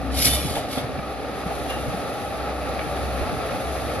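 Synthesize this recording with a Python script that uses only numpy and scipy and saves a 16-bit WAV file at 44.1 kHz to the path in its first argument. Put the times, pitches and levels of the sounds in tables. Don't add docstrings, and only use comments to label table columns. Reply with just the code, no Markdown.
import sys
import numpy as np
from scipy import signal
from scipy.fft import rfft, irfft
from scipy.io import wavfile

SR = 44100
rng = np.random.default_rng(int(sys.argv[2]) if len(sys.argv) > 2 else 0)


def int16_out(signal):
    q = np.round(np.clip(np.atleast_2d(signal).T, -1, 1) * 32767)
    wavfile.write(sys.argv[1], SR, q.astype(np.int16))


N = 176400
T, HZ = np.arange(N) / SR, np.fft.rfftfreq(N, 1 / SR)

# frequency in Hz, relative spectral density in dB.
HISS_SPECTRUM = [(1500, -25), (3600, 2), (5000, -5), (6200, -4), (8300, -7.5), (9300, -2), (11000, 0),
                 (12000, -5.5), (13000, -24), (13600, -45)]
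THUD_SPECTRUM = [(30, -28), (80, 4), (150, -9.5), (270, -3.5), (380, -6.5), (900, -19), (9000, -90)]
DULL_IMPACT_SPECTRUM = [(150, -10), (450, -6.5), (750, 5), (1000, -11), (1350, -18), (2500, -16),
                        (12000, -55)]
CRACK_SPECTRUM = [(500,-6),(1600,5),(3700,-4.5),(9000,-38)]
RUB_SPECTRUM = [(900,-9),(1500,-7),(2250,-2.5),(2750,-8),(3600,0),(5100,-2.5),(5900,-7.5),(7200,-7.5),(9000,-11),(10800,-2),(12000,-10),(13200,-20),(14500,-46)]
ROAR_SPECTRUM = [(20,-36),(30,-22),(45,3.5),(95,0.5),(220,-2.5),(265,-1.5),(345,-5.5),(430,0),(600,0),(760,0),(860,-3),(940,-14),(1020,-14.5),(1150,-6.5),(1330,-5),(1520,-14),(1800,-12),(2100,-15.5),(2550,-14),(3000,-22.5),(3700,-20.5),(4900,-23.5),(5800,-32),(7500,-37.5),(11500,-52),(13600,-69)]
RUMBLE_SPECTRUM = [(20, -34), (45, -7.5), (75, 6), (150, 2.5), (260, -5.5), (380, -32), (800, -58)]
# time in seconds, gain in dB.
GROAN_GAIN = [(.3,-33.5),(.42,-42.5),(.8,-38),(1.3,-47)]
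HISS_GAIN = [(1.3, -51), (1.55, -44), (2.25, -45.5), (2.45, -48.5), (3.05, -44.5), (3.3, -45), (3.8, -42.5),
             (4, -45)]
WHIRR_GAIN = [(.8,-52),(1,-39),(1.35,-42),(2.55,-40),(3.1,-52)]
RUB_PRESSURE = [(.08, -69), (.12, -41.5), (.195, -26), (.24, -23), (.258, -18.5), (.28, -21), (.325, -26),
                (.348, -24), (.38, -30.5), (.47, -33), (.54, -36), (.575, -32.5), (.62, -40.5),
                (.68, -46.5), (.72, -35), (.785, -36), (.805, -39.5), (.9, -57)]
DRONE_GAIN = [(0,-33),(.18,-27.5),(.42,-28),(.53,-39),(.8,-57),(.9,-42.5),(1.8,-37.5),(2.2,-45.5),(2.6,-33),(2.75,-36.5),(3.29,-32),(3.39,-49),(3.68,-34),(4,-43)]
HUM_GAIN = [(.6,-2),(.9,-6),(1.55,-2.5),(2.7,-1),(4,-4)]
ROAR_GAIN = [(0, -33), (.4, -31), (.7, -32), (1.15, -31), (1.6, -29.5), (2, -30), (2.5, -29), (3.2, -28),
             (4, -28.5)]
RUMBLE_GAIN = [(0, -35), (.28, -30.5), (.7, -40.5), (.95, -35.5), (1.15, -48.5), (1.9, -37.5), (2.3, -44),
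               (2.7, -45), (3.22, -32.5), (3.5, -40.5), (4, -35)]
# frequency in Hz, coherence from 0 to 1,
# phase lead of the left in radians, left minus right level in dB.
FAR_FIELD = [(60,.65,-.2,.6),(160,.5,-1,0),(320,.78,0,-.3),(780,.96,.2,.6),(980,.25,-.3,.5),(1250,.94,.1,1.2),(1520,.45,1.2,2.5),(1750,.65,-1,7),(2050,.6,.9,-3),(2550,.75,1.4,-2),(2800,.46,.3,-6),(3700,.7,.8,-1.5),(5000,.43,1.7,4),(6000,.24,4,5.5),(7950,1,3.14,0),(9000,.72,1.95,-.7),(11200,.96,.1,0)]
NEAR_FIELD = [(1500,.4,-1,-3),(2300,.85,-.5,0),(3000,.72,.8,-1.5),(4100,.68,2.2,-6),(5100,.75,2,2),(6000,.35,3.8,3),(9000,.8,2,0),(10800,.78,.4,0),(12000,.92,-.1,0)]
# peak time in seconds, level in dB, pitch at the peak in Hz.
LOG_THUDS = [(0.264,-24,110),(.452,-20.5,170),(0.514,-25,170),(.777,-22.5,245),(.843,-25.5,130),(.992,-28,190),(1.297,-29,290),(1.465,-25,190),(1.614,-29.5,140),(1.773,-26,290),(1.859,-30.5,290),(1.886,-24,140),(1.943,-25,185),(2.872,-28.5,170),(3.218,-20,68.2),(3.332,-25,180)]
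# peak time in seconds, level in dB, rise and decay times in seconds.
DULL_IMPACTS = [(0.569,-22.5,0.0085,0.033),(0.777,-28.5,0.02,0.011),(1.509,-25.5,.01,.02),(1.665,-29,0.0071,.015),(2.635,-34,.001,0.0038)]
# peak time in seconds, level in dB, ring in Hz, decay in seconds.
CLACK_EVENTS = [(0.555,-32.5,3510,0.0095),(0.783,-30.5,3430,0.012),(.99,-40,2320,0.012),(1.705,-34,2790,0.06),(2.793,-28,2300,0.0046),(2.813,-33,2260,0.0077),(2.823,-42,1900,.005),(2.843,-37,1360,.008)]
# frequency in Hz, width in Hz, boost in dB.
RUB_MODES = [(2290,110,6),(2880,140,9),(3450,100,7.5),(4600,62,7),(5120,98,6)]
# time in seconds, shaft turns per second.
SHAFT_SPEED = [(0, 31), (.45, 34.2), (.7, 32.3), (.95, 31.9), (2, 32.65), (3, 32.9), (4, 33.2)]
# multiple of the shaft speed, relative level in dB.
HUM_ORDERS = [(9,-41.5),(16,-44.5),(18,-42.5),(23,-45),(24,-44),(36,-55)]
WHIRR_ORDERS = [(24.7, -1), (39.3, -6.5)]


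def amp(db):
    return 10 ** (np.asarray(db) / 20)


def unit(x):
    return x / np.sqrt(np.mean(x ** 2) + 1e-20)


def curve(points):
    return np.interp(T, *np.transpose(points))


def spectrum(points, column=1):
    table = np.transpose(points)
    return np.interp(np.log(HZ + 1), np.log(table[0]), table[column])


def wander(rate_hz):
    hz = HZ[:N // 20]
    real, imag = rng.standard_normal((len(hz), 2)).T
    return unit(irfft((real + 1j * imag) / (1 + (hz / rate_hz) ** 4), N))


def noise(colour_db, field, drive=1):
    left, independent = rfft(rng.standard_normal((2, N)) * drive)
    coherence = np.clip(spectrum(field, column=1), 0, 1)
    right = coherence * left + np.sqrt(1 - coherence ** 2) * independent
    right *= np.exp(-1j * spectrum(field, column=2))
    balance = amp(spectrum(field, column=3) / 2)
    pair = np.array([left * balance, right / balance]) / np.sqrt(balance ** 2 + balance ** -2)
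    return unit(irfft(pair * amp(colour_db), N))


def tone(turns, flutter=0.52, drift=0.15, apart=0.093, rasp=0.75):
    shared = 1 + flutter * wander(6.0) + 1j * drift * wander(5.9)
    shared += rasp * (wander(19.7) + 1j * wander(23.4))
    per_port = np.array([wander(4.2) + 1j * wander(5.4) for _ in range(2)])
    return unit(((shared + apart * per_port) * np.exp(2j * np.pi * turns)).real)


def blow(peak_s, rise_s, decay_s):
    return np.exp(np.minimum((T - peak_s) / rise_s, (peak_s - T) / decay_s))


def ring(hz, spread_turns=0.17):
    turns = np.cumsum(hz) / SR + rng.random() + spread_turns * rng.standard_normal((2, 1))
    return unit(np.sin(2 * np.pi * turns))


def groan(centre_hz=266.6, half_width_hz=27):
    resonance_db = -20 * np.log10(1 + ((HZ - centre_hz) / half_width_hz) ** 2)
    return noise(resonance_db, FAR_FIELD) * amp(curve(GROAN_GAIN))


def oil_hiss(flicker_db=0.94):
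    return noise(spectrum(HISS_SPECTRUM), FAR_FIELD) * amp(curve(HISS_GAIN) + flicker_db * wander(28))


def pump_whirr(shaft_turns):
    tones = sum(amp(db) * tone(order * shaft_turns) for order, db in WHIRR_ORDERS)
    return tones * amp(curve(WHIRR_GAIN))


def logs(max_fall_octaves_per_s=34):
    puff = noise(spectrum(THUD_SPECTRUM), FAR_FIELD) * amp(-5)
    thuds = 0
    for peak_s, db, hz in LOG_THUDS:
        octaves = np.clip(max_fall_octaves_per_s * rng.random() * (peak_s - T), -1, 1)
        envelope = amp(db) * blow(peak_s, rise_s=0.004, decay_s=0.0089)
        thuds += envelope * (puff + ring(hz * 2 ** octaves))
    return thuds


def bumps_and_knocks():
    blows = sum(amp(db) * blow(peak_s, rise_s, decay_s) for peak_s, db, rise_s, decay_s in DULL_IMPACTS)
    return noise(spectrum(DULL_IMPACT_SPECTRUM), FAR_FIELD) * blows


def snaps_and_clacks(pitch_jitter=0.01455):
    crack = noise(spectrum(CRACK_SPECTRUM), FAR_FIELD)
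    clacks = 0
    for peak_s, db, hz, decay_s in CLACK_EVENTS:
        ringing = amp(-1) * ring(hz * (1 + pitch_jitter * wander(146)))
        clacks += (crack + ringing) * amp(db) * blow(peak_s, 0.2 * decay_s, decay_s)
    scrape = noise(spectrum(HISS_SPECTRUM), FAR_FIELD) * amp(-38.5)
    return clacks + scrape * blow(peak_s=1.703, rise_s=0.02, decay_s=0.032)


def rubbing(grips=8, grip_s=0.11, mode_shift=0.025, echo_decay_s=0.0066, slip_db=1.37, treble_hz=7500):
    modes_db = sum(db / (1 + (2 * (HZ - hz) / width) ** 2) for hz, width, db in RUB_MODES)
    slips = amp(slip_db * wander(110))
    grip = np.minimum(T / grip_s, grips - 1)
    rub = 0
    for k in range(grips):
        echoes = rng.standard_normal(N) * np.exp(-T / echo_decay_s)
        reflected = amp(-1) * rfft(echoes) / np.linalg.norm(echoes)
        comb_db = 20 * np.log10(abs(1 + reflected) + 1e-3)
        shifted_db = np.interp(HZ * (1 + mode_shift * rng.standard_normal()), HZ, modes_db)
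        crossfade = np.cos(np.clip(grip - k, -1, 1) * np.pi / 2)
        rub += crossfade * noise(spectrum(RUB_SPECTRUM) + shifted_db + comb_db, NEAR_FIELD, slips)
    pressure_db = curve(RUB_PRESSURE)
    treble = irfft(rfft(rub) / (1 + (treble_hz / (HZ + 1)) ** 6), N)
    brightness = amp(0.38 * (pressure_db + 43))
    return (rub - treble + brightness * treble) * amp(pressure_db)


def engine(shaft_turns, firings_per_turn=2, low_cut_hz=180):
    firings = firings_per_turn * shaft_turns
    drone = amp(curve(DRONE_GAIN)) * tone(firings, flutter=0.11, drift=0.11, apart=0.42, rasp=0)
    hum = sum(amp(db) * tone(order * shaft_turns, flutter=0.34, drift=0.29, apart=0.16)
              for order, db in HUM_ORDERS)
    hum *= amp(curve(HUM_GAIN))
    throb = 1 + 0.019 * np.cos(2 * np.pi * firings) + 0.063 * wander(74)
    low_cut_db = -10 * np.log10(1 + (low_cut_hz / (HZ + 1)) ** 2)
    roar = noise(spectrum(ROAR_SPECTRUM) + low_cut_db, FAR_FIELD, throb)
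    roar *= amp(curve(ROAR_GAIN) + 0.74 * wander(7.4))
    rumble = noise(spectrum(RUMBLE_SPECTRUM), FAR_FIELD) * amp(curve(RUMBLE_GAIN) + 1.5 * wander(12))
    return drone + hum + roar + rumble


def scene():
    shaft_turns = np.cumsum(curve(SHAFT_SPEED)) / SR
    machine = engine(shaft_turns) + pump_whirr(shaft_turns) + groan() + oil_hiss()
    return machine + logs() + bumps_and_knocks() + snaps_and_clacks() + rubbing()


def record(dry):
    ceiling, cutoff_hz = 0.78, 14300
    rounded = dry / (1 + (dry / ceiling) ** 6) ** (1 / 6)
    taps = signal.firwin(511, cutoff_hz, window=("kaiser", 9), fs=SR)
    return signal.oaconvolve(rounded, taps[None], "same")


dry = scene()
out = record(dry)
int16_out(out)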